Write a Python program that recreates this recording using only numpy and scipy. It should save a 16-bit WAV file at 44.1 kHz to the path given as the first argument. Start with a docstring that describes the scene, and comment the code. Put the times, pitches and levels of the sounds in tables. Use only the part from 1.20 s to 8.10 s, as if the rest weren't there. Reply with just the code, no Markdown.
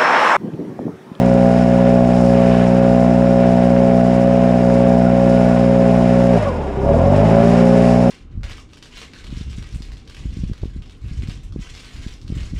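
"""On a concrete drive, close by, a petrol leaf blower is carried along at full throttle.
Just after five seconds the trigger is let go: the engine runs down, catches and climbs back.
A torque balance turns one shaft; exhaust pulses on it excite fixed muffler resonances and the fan sings.
Shaped noise makes the air jet, with an echo off the concrete, and sparse impulses make the swept grit."""
import sys
import numpy as np
from scipy import signal
from scipy.fft import rfft, irfft
from scipy.io import wavfile
from scipy.ndimage import uniform_filter1d

SR = 44100
rng = np.random.default_rng(int(sys.argv[2]) if len(sys.argv) > 2 else 0)


def store_wav(level_fs):
    """Save 16-bit WAV to argv[1]."""
    pcm = np.round(np.clip(np.atleast_2d(level_fs), -1, 1) * 32767)
    wavfile.write(sys.argv[1], SR, pcm.T.astype(np.int16))


N = 304290
TIME = np.arange(N) / SR
BINS = np.fft.rfftfreq(N, 1 / SR)


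def gain_of(db):
    """Level definition: decibels to an amplitude ratio."""
    return 10 ** (np.asarray(db) / 20)


def evened(x):
    """Normalisation: scales a signal to rms 1."""
    return x / np.sqrt(np.mean(x ** 2) + 1e-20)


def played(rows):
    """Linear interpolation: each column of a curve table at every sample."""
    s, *columns = np.transpose(rows)
    return [np.interp(TIME, s, c) for c in columns]


def read(points, hz):
    """Spectral envelope: levels interpolated along a logarithmic frequency axis."""
    f, value = np.transpose(points)
    return np.interp(np.log(hz + 1), np.log(f + 1), value)


def coloured(x, points):
    """Linear filtering: weights the spectrum of x by an envelope, then scales to rms 1."""
    spectrum = rfft(x) * gain_of(read(points, BINS))
    return evened(irfft(spectrum, N))


def wander(rate_hz):
    """Low-pass random process: noise under a Gaussian roll-off (1/e at rate_hz), rms 1."""
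    spectrum = rfft(rng.standard_normal(N)) * np.exp(-(BINS / rate_hz) ** 2)
    return evened(irfft(spectrum, N))


def fuzzy_tone(tone_hz, width_hz):
    """Narrow-band noise: a resonance blown by turbulence, as two randomly modulated quadratures."""
    angle = 2 * np.pi * tone_hz * TIME
    return wander(width_hz) * np.cos(angle) + wander(width_hz) * np.sin(angle)


def swelling(rows):
    """Superposition: Gaussian humps (middle, span, heights) summed for each column of heights."""
    rows = np.array(rows)
    middle, span = rows[:, :1], rows[:, 1:2]
    humps = np.exp(-np.pi * ((TIME - middle) / (span * .7)) ** 2)  # equivalent width 0.7 span
    return rows[:, 2:].T @ humps


def causal(db):
    """Minimum phase: log gain with the phase of a path that rings only after it is struck."""
    log_gain = np.log(gain_of(db))
    mirrored = np.r_[log_gain, log_gain[-2:0:-1]]
    return np.conj(signal.hilbert(mirrored))[:len(db)]


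# the machine shifts on the back as it is carried:
# [t/s, exhaust level/dB, crankshaft hum level/dB, fan tone level/dB, fan roar level/dB]
POSE = [(0, 0.3, 0.3, 4, 0), (1.3, 0.14, 0.4, 1.5, -0.9), (3, -0.23, -1, -2.5, -1), (5.1, -0.1, .7, 6.5, 0),
        (5.85, -1.5, 0, -4, -1), (6.25, 1.4, -1, 0, 2), (6.5, 1.3, -2.5, -3, 2), (6.72, 0.7, 2.3, -3, -0.5),
        (6.9, -0.8, 1, 2, 3)]


def carried_pose():
    """Directivity: level changes of exhaust, crankshaft hum, fan tone and fan roar, in dB."""
    return played(POSE)


# the trigger is let go once and squeezed again: [t/s, opening/0-1]
THROTTLE = [(5.102, 1), (5.183, 0), (5.429, 0), (5.58, .407), (5.74, 1)]
# firing rate at top speed, drifting a little: [t/s, f/Hz]
TOP_SPEED = [(0, 60.6), (.8, 60.72), (1.2, 60.65), (1.38, 60.35), (1.8, 60.85), (2.75, 60.8), (3.15, 61.12),
             (3.48, 60.55), (3.95, 60.92), (4.35, 60.4), (4.78, 60.4), (5.1, 60.72), (6.9, 60.78)]
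# how fast the shaft answers (1/s), and the share of torque lost towards standstill
SPIN_PER_S, TORQUE_SAG = 2.49, .354
# the engine fires hard from this opening, fully a span further on, and a moment late
BITE_FROM, BITE_SPAN, BITE_LAG_S = 0.26, 0.35, 0.035
STRAIN_SPAN = 0.14  # share below top speed at which strain is full


def shaft():
    """Torque balance against drag that grows as speed squared: firing rate, speed, load and strain."""
    throttle = played(THROTTLE)[0]
    step = 44  # samples per integration step
    speeds = [1.]
    for opening in throttle[step::step].tolist():
        now = speeds[-1]
        torque = opening * (1 - TORQUE_SAG * (1 - now))
        drag = now ** 2
        speeds.append(now + SPIN_PER_S * step / SR * (torque - drag))
    speed = np.interp(TIME, TIME[::step], speeds)  # 1 is top speed
    late_throttle = np.interp(TIME - BITE_LAG_S, TIME, throttle)
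    load = np.clip((late_throttle - BITE_FROM) / BITE_SPAN, 0, 1)
    strain = load * np.clip((1 - speed) / STRAIN_SPAN, 0, 1)
    hz = speed * played(TOP_SPEED)[0]
    return hz, speed, load, strain


# the air noise swells and ebbs as the nozzle swings:
# [middle t/s, span t/s, jet level/dB, hiss-on-the-pavement level/dB]
SWELLS = [(.39, 0.075, 2.5, 2.5), (.68, .16, 2, 0), (1.04, 0.28, -0.5, 2.5), (1.35, 0.39, 5, 2.5),
          (2.26, .25, 1.5, 0), (2.65, .35, -1.3, -1), (3.08, .12, -1.3, -1), (3.8, .5, -1.2, -1.5),
          (4.3, .5, 0.5, 1.5), (4.84, 0.43, 3, 1), (5.21, 0.23, 4, 3), (5.76, .2, .5, 1),
          (5.96, 0.071, 5.5, 3), (6.1, .11, 4.5, 3), (6.31, 0.38, 4, 3.5), (6.62, 0.53, 2.5, 5)]
# level at top speed, rise under strain, slope per tenfold speed (all dB)
JET_DB, JET_STRAIN_DB, JET_SLOPE_DB = -35.5, 1.5, 23
HISS_DB, HISS_STRAIN_DB, HISS_SLOPE_DB = -46.5, 1.5, 32


def airflow(speed, strain):
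    """Power law of flow noise: jet and hiss levels in dB follow speed, strain and nozzle swing."""
    jet_swell, hiss_swell = swelling(SWELLS)
    decades = np.log10(speed)
    jet_db = JET_DB + JET_STRAIN_DB * strain + JET_SLOPE_DB * decades + jet_swell
    hiss_db = HISS_DB + HISS_STRAIN_DB * strain + HISS_SLOPE_DB * decades + hiss_swell
    return jet_db, hiss_db


# relative spectra of the fan's roar, the jet and the hiss: each [f/Hz, level/dB]
ROAR = [(15, -23.5), (40, -9), (100, -3.5), (210, 0), (310, -5.5), (390, 2), (470, -7), (560, 1.5),
        (650, -4), (780, -4), (920, -7.5), (1100, -15.5), (1500, -25), (3000, -77.5)]
JET = [(620, -23), (1050, -3), (1260, -8.5), (1430, -5), (1530, -9), (1700, -5), (1850, -8.5), (2370, -9),
       (2870, -12), (3430, -19.5), (3800, -18.5), (4940, -38.5), (8360, -120)]
HISS = [(2800, -27.5), (3600, -5), (4250, -5.5), (4800, 0.5), (5030, 0.5), (5280, 2), (5600, -1.5),
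        (6150, -6), (6800, -3.5), (8300, -9.5), (10500, -12.5), (11800, -33.5), (13400, -29.5),
        (15000, -31.5)]
# level at top speed, rise under strain, slope per tenfold speed (all dB)
ROAR_DB, ROAR_STRAIN_DB, ROAR_SLOPE_DB = -23, 5.5, 5


def air(turns, speed, strain, jet_db, hiss_db, pulsing=0.23, jet_pulsing=0.05, gust_db=1.0, flicker_db=1.23):
    """Turbulence noise of fan and nozzle: broadband, its flow pulsing a little with every firing."""
    roar_db = ROAR_DB + carried_pose()[3] + ROAR_STRAIN_DB * strain + ROAR_SLOPE_DB * np.log10(speed)
    pulse = np.cos(2 * np.pi * (turns - .75))
    roar = coloured(rng.standard_normal(N), ROAR) * gain_of(roar_db) * (1 + pulsing * pulse)
    jet_gain = gain_of(jet_db + gust_db * wander(27)) * (1 + jet_pulsing * pulse)
    jet = coloured(rng.standard_normal(N), JET) * jet_gain
    hiss = coloured(rng.standard_normal(N), HISS) * gain_of(hiss_db + flicker_db * wander(35))
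    return roar + jet + hiss


def pavement(x, delay_s=.004, swing_s=0.000505, echo_db=-12):
    """Image source: concrete returns the air noise, its path changing as the nozzle swings."""
    echo = np.interp(TIME - delay_s - swing_s * wander(1.5), TIME, x)
    echo_gain = gain_of(echo_db)
    return (x + echo_gain * echo) / np.sqrt(1 + echo_gain ** 2)


# relative spectrum of a grain's tick: [f/Hz, level/dB]
GRIT_SPECTRUM = [(1000, -25.5), (3000, 5.0), (7000, 4.5), (10500, -5),
                 (11800, -15), (13500, -12.5), (15000, -19)]


def grit(hiss_db, per_s=90, grit_db=-12, spread_db=3.6):
    """Random impact noise: sand and leaf scraps tick over the concrete where the jet lands."""
    heights_db = spread_db * np.minimum(rng.exponential(1, N), 4)
    sizes = gain_of(heights_db) * rng.choice([-1, 1], N)
    struck = rng.random(N) < per_s / SR
    return coloured(sizes * struck, GRIT_SPECTRUM) * gain_of(hiss_db + grit_db)


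# the tube whistles faintly now and then: [middle t/s, span t/s, level over its usual/dB]
WHISTLES = [(.38, 0.26, 13), (1.7, .5, 9.5), (3.87, 0.11, 15), (4.29, 0.38, 14.5), (5.3, .3, 11)]


def whistle(hiss_db, tube_hz=1445, tube_db=-52, edge_hz=5275, edge_db=-13):
    """Flow-excited resonance: the tube whistles low now and then; its rim sings thinly with the hiss."""
    tube = gain_of(tube_db + swelling(WHISTLES)[0]) * fuzzy_tone(tube_hz, width_hz=51)
    rim = gain_of(hiss_db + edge_db) * fuzzy_tone(edge_hz, width_hz=110)
    return tube + rim


def valves(hz, turns, tick_db=-43, tick_hz=1450, at=0.671, length=.04):
    """Impact noise: a short clatter once a cycle, its amplitude growing as speed squared."""
    gate = np.exp(-((turns % 1 - at) / length) ** 2)  # in parts of a cycle
    spectrum = [(tick_hz / 2, -20), (tick_hz, 0), (tick_hz * 2, -18), (12000, -50)]
    tick = coloured(gate * rng.standard_normal(N), spectrum)
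    return gain_of(tick_db) * tick * (hz / hz.max()) ** 2


# what the fan housing lets out of the blade tone: [f/Hz, level/dB]
HOUSING = [(380, -1.5), (500, 3), (575, 6), (640, 2.5), (760, -12.5), (950, -5.5), (1120, -5.5),
           (1220, -10), (1450, -10)]
# level at top speed, rise below it, change when coasting (all dB)
FAN_DB, FAN_SLOW_DB, FAN_COAST_DB = -38, 13, -8.5


def fan(hz, turns, speed, uneven, flutter_db=3.5, octave_db=-6, octave_fast_db=-7, rough=1.9, slow_span=0.16):
    """Blade-passing tone, twelve a firing: stands out below top speed, breaks up while coasting down."""
    slowness = np.clip((1 - speed) / slow_span, 0, 1)
    fan_db = FAN_DB + carried_pose()[2] + FAN_SLOW_DB * slowness
    blade_hz = 12 * hz
    acceleration = uniform_filter1d(np.gradient(hz) * SR, size=2000)  # Hz per second
    coasting = np.clip(-acceleration / 40, 0, 1)
    blade = 2 * np.pi * 12 * turns
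    blade = blade + (rough * coasting + .5) * np.sqrt(abs(uneven)) * wander(39)
    tone = gain_of(read(HOUSING, blade_hz) + FAN_COAST_DB * coasting) * np.sin(blade)
    octave_level = read(HOUSING, 2 * blade_hz) + octave_db + np.interp(hz, [46, 50], [0, octave_fast_db])
    octave = gain_of(octave_level) * np.sin(2 * blade)
    return np.sqrt(2) * gain_of(fan_db + flutter_db * wander(25)) * (tone + octave)


# near top speed the ninth order sings and throbs at walking pace: level, depth 0-1, rate, time of one dip
THROB_DB, THROB_DEPTH, THROB_PER_S, THROB_DIP_S = -19, 0.39, 2.047, 0.41


def throb(hz, in_tune_hz=58.8, off_tune_hz=57, off_tune_db=-20):
    """Beating of two phasors: amplitude of the ninth order, which is strong only near top speed."""
    beat = abs(1 - THROB_DEPTH * np.exp(2j * np.pi * THROB_PER_S * (TIME - THROB_DIP_S)))
    tuning_db = np.interp(hz, [off_tune_hz, in_tune_hz], [off_tune_db, 0])
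    return beat * gain_of(THROB_DB + tuning_db)


# muffler resonances, also heard in the exhaust: [f/Hz, half width f/Hz, lift level/dB before its factor]
MUFFLER = [(408.4, 19, 15), (566.6, 31.1, 18), (674.9, 20.5, 13), (1410, 15, 11)]


def snarl(strain, snarl_db=-24.0, width_hz=15):
    """Resonance under noise excitation: as the engine pulls, ragged gas blows two muffler modes."""
    ringing = sum(fuzzy_tone(f, width_hz) for f, _, _ in MUFFLER[1:3])
    return gain_of(snarl_db) * strain ** 3 * ringing


# spectrum of the exhaust pulse; orders 1, 2 and 9 take only its phase: [f/Hz, level/dB]
PULSE = [(61, -2), (121, 6), (182, 0), (243, -1), (303, -15), (370, -22), (490, -23.5), (620, -21),
         (790, -16), (860, -29), (1200, -44), (1700, -43), (2400, -53), (3000, -47)]
# levels at top speed, changes when coasting or straining, slopes per tenfold speed (all dB)
EXHAUST_DB, EXHAUST_COAST_DB, EXHAUST_SLOPE_DB = -16, -11.5, 43.5
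CRANK_DB, CRANK_COAST_DB, CRANK_STRAIN_DB, CRANK_SLOPE_DB = -21.5, 0.5, 7, 23
# factor on the muffler's lift: at top speed, added when coasting, added under strain
LIFT, LIFT_COAST, LIFT_STRAIN = 1.004, -.25, 0.37


def exhaust(hz, turns, speed, load, strain, uneven, jitter=0.0065, putter_db=-7.0, sway_db=0.5,
            step_db=2.2, intake=0.4, intake_lag=.47, count=42):
    """Source-filter principle: harmonics of one pulse a firing slide through fixed muffler resonances."""
    nearer_db, hum_db, _, _ = carried_pose()
    coast, decades = 1 - load, np.log10(speed)
    exhaust_db = EXHAUST_DB + nearer_db + EXHAUST_COAST_DB * coast + EXHAUST_SLOPE_DB * decades
    crank_db = CRANK_DB + hum_db + CRANK_COAST_DB * coast + CRANK_STRAIN_DB * strain
    crank_db = crank_db + CRANK_SLOPE_DB * decades
    lift = LIFT + LIFT_COAST * coast + LIFT_STRAIN * strain
    # weak firings come unevenly in both time and strength
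    spin = np.exp(2j * np.pi * (turns + jitter * np.sqrt(abs(uneven)) * wander(18)))
    strength = gain_of(exhaust_db) * (1 + uneven * wander(26))
    # the slow putter swings against the pulse
    own_level = {1: -gain_of(crank_db + putter_db), 2: gain_of(crank_db), 9: throb(hz)}
    grid = np.arange(SR // 2 + 1)  # Hz
    pulse = causal(read(PULSE, grid))
    modes = causal(sum(db / (1 + ((grid - f) / width) ** 2) for f, width, db in MUFFLER))
    # paths change slowly, so they are worked out at every 64th sample
    slow_s, slow_hz, slow_lift = TIME[::64], hz[::64], lift[::64]
    # at low speed the gulp of the intake stands out between the firings
    gulp = intake * np.interp(slow_hz, [42, 50], [1, 0])
    sway_times = np.linspace(0, TIME[-1], 48)
    wave, out = np.ones(N, complex), np.zeros(N)
    for k in range(1, count):
        wave = wave * spin
        order_hz = k * slow_hz
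        path = np.exp(np.interp(order_hz, grid, pulse) + slow_lift * np.interp(order_hz, grid, modes))
        if k in own_level:
            path = path / abs(path)
        else:
            # each harmonic sways as the machine is swung about; the higher ones also bob with every step
            bob_db = step_db * np.interp(k, [3, 7], [0, 1])
            bob = gain_of(bob_db * np.cos(2 * np.pi * (THROB_PER_S * slow_s + rng.random())))
            sway_gains = gain_of(sway_db * rng.standard_normal(len(sway_times)))
            sway = np.interp(slow_s, sway_times, sway_gains) * bob
            intake_comb = (1 + gulp * np.exp(-2j * np.pi * k * intake_lag)) / np.sqrt(1 + gulp ** 2)
            path = path * sway * intake_comb
        out += own_level.get(k, strength) * (np.interp(TIME, slow_s, path) * wave).real
    return np.sqrt(2) * out


# unevenness of the firing: at top speed, added when coasting, added under strain
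UNEVEN, UNEVEN_COAST, UNEVEN_STRAIN = 0.029, 0.28, -0.026


def scene():
    """Superposition of sources: all parts of the machine turn with one shaft."""
    hz, speed, load, strain = shaft()
    turns = np.cumsum(hz) / SR  # one turn a firing
    uneven = UNEVEN + UNEVEN_COAST * (1 - load) + UNEVEN_STRAIN * strain
    jet_db, hiss_db = airflow(speed, strain)
    blown = pavement(air(turns, speed, strain, jet_db, hiss_db)) + grit(hiss_db) + whistle(hiss_db)
    machine = valves(hz, turns) + fan(hz, turns, speed, uneven) + snarl(strain)
    machine = machine + exhaust(hz, turns, speed, load, strain, uneven)
    return (blown + machine)[None]


EDGE_HZ = 14900  # upper band limit


def record(dry, ceiling=0.8):
    """Saturation and band limiting: the tallest peaks are rounded off, then the top is cut."""
    rounded = dry / (1 + (dry / ceiling) ** 8) ** (1 / 8)
    low_pass = signal.firwin(511, EDGE_HZ, window=("kaiser", 9), fs=SR)
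    return signal.oaconvolve(rounded, low_pass[None], "same")


dry = scene()
out = record(dry)
store_wav(out)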